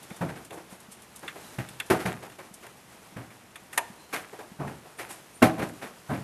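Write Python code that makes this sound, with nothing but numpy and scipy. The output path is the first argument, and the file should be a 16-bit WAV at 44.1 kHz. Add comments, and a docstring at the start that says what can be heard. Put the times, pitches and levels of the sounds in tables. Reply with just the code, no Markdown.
"""A horse trots round an outdoor sand arena, under a low wash of air and a restless noise-band hiss.
Bright flicks of sand, a faint high tone, a scuff and a soft saddle bump come first, each with a diffuse answer.
Then weighted hooves fall among the scuffs: noise grains make thud, crack and spray, a sine makes the push.
Hard clicks of tack and stones join after half a second, as grains over decaying tones.
Heavy blows near two seconds and, heaviest, late on bring out a short, hollow-coloured cluster of tones."""
import sys
import numpy as np
from scipy import signal
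from scipy.fft import rfft, irfft, next_fast_len
from scipy.io import wavfile
from scipy.ndimage import map_coordinates

SR = 44100
rng = np.random.default_rng(int(sys.argv[2]) if len(sys.argv) > 2 else 0)


def file_out(sig):
    """Save sig as 16-bit WAV at sys.argv[1]."""
    # one column per channel
    cols = np.atleast_2d(sig).T
    # limit, then scale
    lim = np.clip(cols, -1, 1)
    pcm = np.round(lim * 32767).astype(np.int16)
    wavfile.write(sys.argv[1], SR, pcm)


N = 275007
TOP_HZ = 14000  # upper band limit
BLOW = np.arange(int(SR * .7)) / SR  # time axis of one event in seconds

# All event levels are relative: each part of a sound adds its own offset in dB.
# Spectrum of the open air. Each row: frequency in Hz, density in dB per Hz.
AIR_SPECTRUM = [(15, -61), (25, -19), (113, -3), (164, -1.5), (403, -5), (525, -6), (824, -5.5), (1190, -8),
                (1680, -9.5), (2570, -11.5), (4370, -15.5), (10700, -15.5), (12600, -18), (14000, -26)]
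# Hiss of leaves and settling sand. Each row: time in seconds, relative level in dB.
HISS_LEVELS = [(0.0, -56.5), (1.02, -61), (1.44, -54), (1.63, -55.5), (1.98, -57), (2.19, -58), (3.56, -61),
               (3.89, -58.5), (4.79, -60), (5.4, -57.5), (5.51, -57), (6.24, -57.5)]

# Flicks of loose sand. Each row: start in seconds, rise in seconds, relative level in dB.
SAND_FLICKS = [(0.029, 0.0016, -48), (0.16, 0.0044, -48), (0.448, 0.0014, -46.5), (0.52, .016, -51.5),
               (0.69, 0.032, -53.5), (0.802, .002, -50), (0.91, 0.013, -46.5), (1.016, 0.0065, -51),
               (1.155, 0.0076, -44.5), (1.191, .002, -50), (1.685, 0.0033, -45.5), (1.862, .003, -51),
               (2.538, 0.0033, -44), (5.086, 0.027, -43), (5.687, 0.0027, -49)]
FLICK_T60_S, FLICK_T60_PER_RISE = 0.057, 5.4  # a slower throw scatters for longer
# Treble of flicks and clicks. Each row: frequency in Hz, density in dB per Hz.
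SNAP_SPECTRUM = [(1500, -36), (2800, -6), (3550, -5.5), (4500, -9.5), (6000, -5.5), (7000, -3), (9300, 0.5),
                 (11500, -1), (14000, -17)]

# Reverberation of fence and trees. Each row: frequency in Hz, time to fall 60 dB in seconds.
ARENA_DECAY = [(100, 0.89), (500, 0.71), (2000, 0.42), (6000, 0.39), (13000, 0.2)]

# Faint thin high tones, perhaps of tack or a distant bird.
# Each row: start in seconds, pitch in Hz, relative level in dB.
FAINT_TONES = [(.08, 3560, -58.5), (1.4, 3940, -58), (3.96, 4120, -58), (4.969, 9300, -47),
               (5.336, 9160, -48.5)]
# Cycles to build up, then cycles to fall 60 dB: higher tones are shorter.
TONE_RISE_CYCLES, TONE_FALL_CYCLES = 200, 2000

# Hooves skimming the surface, and at 1.985 s sand falling back after the heavy blow.
# Each row: start in seconds, rise in seconds, relative level in dB, grit (crunch over knock) in dB.
SCUFFS_AND_FALLING_SAND = [(0.095, 0.0091, -46, -3), (0.356, 0.0066, -44, -4.5), (0.498, 0.028, -39, -13),
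                           (0.57, .005, -43.5, -8), (0.69, 0.042, -51, -7), (1.227, 0.0058, -41, -8),
                           (1.351, 0.011, -43.5, -6.5), (1.985, 0.024, -43, 4.5), (2.223, 0.006, -40, -7),
                           (2.381, .011, -43, -4.5), (2.619, 0.021, -47.5, -3), (3.301, .004, -55.5, 2),
                           (4.124, 0.017, -33.5, 2.5), (4.326, .004, -42, -12), (4.388, 0.0034, -40, -8.5),
                           (4.836, 0.021, -47.5, -12), (4.982, 0.016, -38, 0.5), (5.084, .026, -45, -2.5)]
# These hardly sink in, so they have little thud; their pitch varies about the middle value.
SCUFF_T60_S, SCUFF_DEPTH_DB, SCUFF_MIDDLE_HZ = 0.28, -10.5, 334
# Hooves landing under full weight. Each row: start in seconds, rise in seconds,
# base time to fall 60 dB in seconds, relative level in dB, grit (crunch over knock) in dB,
# pitch of the push in Hz.
WEIGHTED_FOOTFALLS = [(0.208, 0.007, 0.35, -30, -12, 171), (0.279, 0.015, 0.23, -41, -2.5, 179),
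                      (1.583, .004, 0.22, -36.5, -1, 128), (1.9, 0.0015, 0.28, -18, -6.5, 386),
                      (2.052, 0.0083, .25, -29, -2, 181.4), (3.162, 0.0064, 0.38, -41.5, -4.5, 119),
                      (4.59, .018, 0.44, -34, -15.5, 159.6), (4.668, 0.0096, 0.32, -41.5, -3, 161),
                      (5.419, 0.0089, 0.21, -15.5, -4.5, 251.4), (5.574, 0.026, 0.23, -31, -8.5, 234),
                      (5.61, 0.019, .2, -29.5, -7, 302.6), (5.811, .02, 0.36, -38.5, -3, 394),
                      (6.092, 0.018, 0.29, -31, -11.5, 139), (6.13, 0.006, .36, -37, -5.5, 124)]
# At the firm pitch thud and knock are alike; softer ground is lower and thuds more.
FIRM_HZ, SINK_DB_PER_OCTAVE = 294, 5.5
# Gritty, shallow steps throw the most sand (dB, dB per dB, dB per dB).
SPRAY_DB, SPRAY_PER_GRIT, SPRAY_PER_DEPTH = -8, 0.99, -0.24
# Spectra of the four grain parts of a blow. Each row: frequency in Hz, density in dB per Hz.
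THUD_SPECTRUM = [(25, -40), (50, -24), (80, -10.5), (120, -3), (165, -3.5), (270, -5.5), (380, -20),
                 (900, -59)]
KNOCK_SPECTRUM = [(120, -49), (240, -10), (330, 1), (550, 0), (820, -0.5), (1050, -4.5), (1600, -15),
                  (4000, -65)]
CRUNCH_SPECTRUM = [(400, -49), (850, -20), (1100, -3), (1700, 0.5), (2400, -3), (3100, -11.5),
                   (4500, -19.5), (9000, -94)]
SPRAY_SPECTRUM = [(1200, -87), (2500, -2), (3400, 3), (5200, 3), (7500, 1), (9500, 3.5), (12500, 3),
                  (14000, -14)]
# Tones that colour a heavy blow. Each row: frequency in Hz, mean relative level in dB,
# time to fall 60 dB in seconds.
HOLLOW_TONES = [(168, -2, 0.49), (241.8, -5.5, 0.65), (322.8, -1, 0.25), (400, -22, 0.15), (520, -28, 0.25),
                (520, -3, 0.08), (636, 1, 0.31), (751, -4, 0.35), (813, 0, 0.28), (856, -17, 0.14),
                (1050, -26, 0.21), (1220, -11.5, 0.31), (1326, -5.5, 0.23), (1522, 2, 0.1),
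                (1564, -6.5, 0.18), (1790, -8, 0.074)]

# Soft bumps of the saddle. Each row: start in seconds, relative level in dB.
SADDLE_BUMPS = [(0.112, -24.5), (.724, -31.5), (0.885, -33.5), (2.511, -34), (3.123, -35), (3.621, -37),
                (3.9, -31), (4.517, -31.5)]
BUMP_HZ = 195

# Sharp clicks of tack and stones. Each row: start in seconds, base time to fall 60 dB in seconds,
# relative level in dB, hardness (crack over body) in dB.
SHARP_CLICKS = [(0.505, 0.04, -44, 13), (1.277, 0.16, -33, 36), (1.685, 0.079, -45, 24),
                (1.798, 0.07, -28, 15), (2.125, 0.016, -44, -12), (2.263, 0.032, -53, 3),
                (2.297, .03, -50, 6), (2.318, 0.031, -53, 7), (2.664, 0.054, -45.5, 8),
                (3.555, 0.12, -41.5, 11.5), (3.727, 0.32, -42, 5.5), (3.775, 0.068, -19.5, 4)]
CONTACT_S = 0.00399  # build-up of a click
SNAP_DB, SNAP_PER_HARDNESS = 1.5, -0.48  # hard contacts ring more than they snap
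# Body of a click. Each row: frequency in Hz, density in dB per Hz.
CLACK_SPECTRUM = [(130, -42), (300, -4), (420, -7.5), (620, 1), (920, 2.5), (1150, -13), (2000, -46),
                  (5000, -68)]
# Modes of the hard tack. Each row: frequency in Hz, mean relative level before tilt in dB,
# time to fall 60 dB in seconds.
TACK_RING_MODES = [(855, -8, 0.1), (926, 3, 0.098), (987, 0.5, 0.075), (1502, -21, 0.15), (1745, -5, 0.017),
                   (1810, 4.5, 0.072), (1920, 7.5, 0.03), (2343, -1.5, 0.068), (2540, -2, 0.028),
                   (2743, 5, 0.039), (3432, 0.5, 0.039), (3620, -5, 0.04)]


def amp(db):
    """Decibel law: 20 dB is a factor of ten in amplitude."""
    return 10 ** (np.asarray(db) / 20)


def unit(x):
    """Normalisation of mean power: scale to rms 1."""
    return x / np.sqrt(np.mean(x ** 2) + 1e-20)


def along(points, hz):
    """Logarithmic frequency scale: interpolate (Hz, value) points on it."""
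    f, v = np.transpose(points)
    return np.interp(np.log(hz + 1), np.log(f + 1), v)


def fade(t, t60):
    """Exponential decay: 60 dB down at t60."""
    return 10 ** (-3 * t / t60)


def coloured(x, spectrum):
    """Minimum-phase filtering: folding the cepstrum makes a (Hz, dB) response causal."""
    m = next_fast_len(len(x) + 4096)
    gain = amp(along(spectrum, np.fft.rfftfreq(m, 1 / SR)))
    cepstrum = irfft(np.log(gain), m)
    cepstrum[1:m // 2] *= 2
    cepstrum[m // 2 + 1:] = 0
    response = np.exp(rfft(cepstrum))
    return irfft(rfft(x, m) * response, m)[:len(x)]


def add(track, s, sound):
    """Superposition: mix a sound into the track at time s."""
    start = max(round(s * SR), 0)
    track[start:start + len(sound)] += sound[:max(N - start, 0)]


def swell(rise, t60):
    """Envelope of an event: a linear build-up, then exponential decay."""
    build_up = np.clip(BLOW / max(rise, 1e-4), 0, 1)
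    return build_up * fade(np.maximum(BLOW - rise, 0), t60)


def grains(force, spectrum, rate, spread_db):
    """Granular noise: random collisions (rate per second) of uneven size carry the energy of a force."""
    hit = rng.random(len(force)) < rate / SR
    sign = rng.choice([-1, 1], len(force))
    size = sign * amp(spread_db * np.clip(rng.standard_normal(len(force)), -2, 2))
    force_rms = np.sqrt(np.mean(force ** 2))
    return unit(coloured(hit * size * force, spectrum)) * force_rms


def push(hz, t60, attack):
    """Damped oscillation: a few low cycles as the ground or leather gives way."""
    return np.sin(2 * np.pi * hz * BLOW) * fade(BLOW, t60) * (1 - np.exp(-BLOW / attack))


def tone_cluster(tones, attack, tilt_db=0):
    """Sum of damped sinusoids: new strengths each time; tilt is per octave, the total size stays 1."""
    hz, db, t60 = np.transpose(tones)[:, :, None]
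    size = amp(db + tilt_db * np.log2(hz) + rng.standard_normal(hz.shape))
    # each phase wanders, the high ones most, which blurs the pitch
    steps = rng.standard_normal((len(hz), len(BLOW)))
    wander = np.cumsum(steps, axis=1) * .0055 * (hz / 1000) ** .8  # in cycles
    waves = size * np.sin(2 * np.pi * (hz * BLOW + wander)) * fade(BLOW, t60)
    return waves.sum(0) / np.linalg.norm(size) * (1 - np.exp(-BLOW / attack))


def open_air():
    """Filtered noise: a low wash of air below 3 kHz, a fine hiss of leaves and settling sand above."""
    t = np.arange(N) / SR
    hiss_db = np.interp(t, *np.transpose(HISS_LEVELS))
    flutter_db = map_coordinates(rng.standard_normal(200), [t * 24])  # 24 random points per second
    wash = coloured(rng.standard_normal(N), AIR_SPECTRUM)
    rustle = grains(np.ones(N), AIR_SPECTRUM, rate=9000, spread_db=4)
    low = unit(signal.sosfilt(signal.butter(2, 3000, "low", fs=SR, output="sos"), wash))
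    high = unit(signal.sosfilt(signal.butter(2, 3000, "high", fs=SR, output="sos"), rustle))
    # the wash swells a little with the hiss
    wash_db = -53.5 + 0.5 * (hiss_db - np.median(hiss_db))
    return (low * amp(wash_db) + high * amp(hiss_db + 1.0)) * amp(flutter_db)


def flicks():
    """Granular impact: thrown sand lands in short, bright patters."""
    track = np.zeros(N)
    for s, rise, db in SAND_FLICKS:
        force = swell(rise, FLICK_T60_S + FLICK_T60_PER_RISE * rise)
        add(track, s, amp(db + 1.0) * grains(force, SNAP_SPECTRUM, rate=2300, spread_db=-0.5))
    return track


def arena(x):
    """Diffuse reflection: convolution with decaying noise answers for fence and trees; treble dies first."""
    hz, t, z = signal.stft(rng.standard_normal(len(BLOW)), SR, nperseg=256)
    decay = fade(t, along(ARENA_DECAY, hz)[:, None])
    tail = signal.istft(z * decay, SR, nperseg=256)[1][:len(BLOW)]
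    tail = tail * np.clip(BLOW / 0.0033, 0, 1)
    return signal.fftconvolve(x, tail / np.linalg.norm(tail))[:N]


def faint_tones():
    """Phase-noisy sinusoids: faint thin high tones, perhaps of tack or a distant bird, swell and fade."""
    track = np.zeros(N)
    for s, hz, db in FAINT_TONES:
        # the phase wanders, which blurs the pitch
        drift = np.cumsum(rng.standard_normal(len(BLOW))) * hz / 55000
        tone = np.sin(2 * np.pi * hz * BLOW + drift)
        add(track, s, amp(db) * swell(TONE_RISE_CYCLES / hz, TONE_FALL_CYCLES / hz) * tone)
    return track


def hoof(rise, t60, level_db, depth_db, grit_db, hz):
    """Inelastic impact: ground packs, clods crack, sand sprays; hollow tones grow faster than the thud."""
    heaviest_db = max(row[3] for row in WEIGHTED_FOOTFALLS)
    thud_db, crunch_db = level_db + depth_db, level_db + grit_db
    spray_db = level_db + SPRAY_DB + SPRAY_PER_GRIT * grit_db + SPRAY_PER_DEPTH * depth_db
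    # a shallow step keeps more of its push than of its thud
    push_db = max(thud_db, (thud_db + level_db) / 2) + 6.5
    hollow_db = thud_db + 2.5 + 0.8 * (thud_db - heaviest_db)
    force = swell(rise, t60)

    ground = amp(thud_db - 4.0) * grains(force, THUD_SPECTRUM, rate=3000, spread_db=2.0)
    ground += amp(push_db) * push(hz, t60=0.14, attack=max(rise, 1e-4))
    ground += amp(hollow_db) * tone_cluster(HOLLOW_TONES, attack=0.0035)

    clods = amp(level_db - 1.0) * grains(force, KNOCK_SPECTRUM, rate=2200, spread_db=2.0)
    crunch_force = swell(rise, t60 * 0.73)
    clods += amp(crunch_db + 1.0) * grains(crunch_force, CRUNCH_SPECTRUM, rate=2000, spread_db=0.5)
    # loose crumbs fall back sparsely
    crumbs = grains(swell(.02, .42), CRUNCH_SPECTRUM, rate=70, spread_db=4)
    clods += amp(min(crunch_db - 11, -43)) * crumbs

    spray_force = swell(rise * 0.9, t60 * 0.88)
    sand = amp(spray_db) * grains(spray_force, SPRAY_SPECTRUM, rate=4000, spread_db=1.0)
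    return ground + clods + sand


def hooves():
    """Yielding ground: weighted hooves thud more the lower their pitch; scuffs and falling sand thud little."""
    track = np.zeros(N)
    for s, rise, level_db, grit_db in SCUFFS_AND_FALLING_SAND:
        hz = SCUFF_MIDDLE_HZ * rng.uniform(0.777, 1.4)
        add(track, s, hoof(rise, SCUFF_T60_S, level_db, SCUFF_DEPTH_DB, grit_db, hz))
    for s, rise, t60, level_db, grit_db, hz in WEIGHTED_FOOTFALLS:
        depth_db = SINK_DB_PER_OCTAVE * np.log2(FIRM_HZ / hz)
        add(track, s, hoof(rise, t60, level_db, depth_db, grit_db, hz))
    return track


def bumps():
    """Heavily damped oscillation: the saddle bumps softly as its leather gives way."""
    track = np.zeros(N)
    for s, db in SADDLE_BUMPS:
        add(track, s, amp(db + 10.5) * push(BUMP_HZ, t60=0.025, attack=0.0097))
    return track


def clicks():
    """Contact stiffness: the less body a hard little contact has, the more it rings the high modes."""
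    track = np.zeros(N)
    for s, t60, db, hardness_db in SHARP_CLICKS:
        body_force = swell(CONTACT_S, t60 * 2.2)
        crack_force = swell(CONTACT_S, t60 * 0.75)
        snap_force = swell(CONTACT_S, t60 * .5)
        snap_db = db + SNAP_DB + SNAP_PER_HARDNESS * max(hardness_db, 0)
        body = amp(db - hardness_db - 5.5) * grains(body_force, CLACK_SPECTRUM, rate=2100, spread_db=-0.5)
        crack = amp(db - 2.5) * grains(crack_force, CRUNCH_SPECTRUM, rate=3900, spread_db=1)
        snap = amp(snap_db) * grains(snap_force, SNAP_SPECTRUM, rate=3900, spread_db=1)
        add(track, s, body + crack + snap)
        tilt_db = np.clip(hardness_db - 2, 0, 12)
        modes = tone_cluster(TACK_RING_MODES, attack=0.00066, tilt_db=tilt_db)
        add(track, s + CONTACT_S / 2, amp(db + 6.0) * modes)
    return track


def scene():
    """Superposition: the near sounds, their diffuse answer and the air add up in one channel."""
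    near = flicks() + faint_tones() + hooves() + bumps() + clicks()
    return (open_air() + near + amp(-17.0) * arena(near))[None]


def record(dry):
    """Band limitation: nothing passes at or above the top frequency."""
    m = next_fast_len(N + SR // 2)
    passband = np.fft.rfftfreq(m, 1 / SR) < TOP_HZ
    return irfft(rfft(dry, m) * passband, m)[..., :N]


dry = scene()
out = record(dry)
file_out(out)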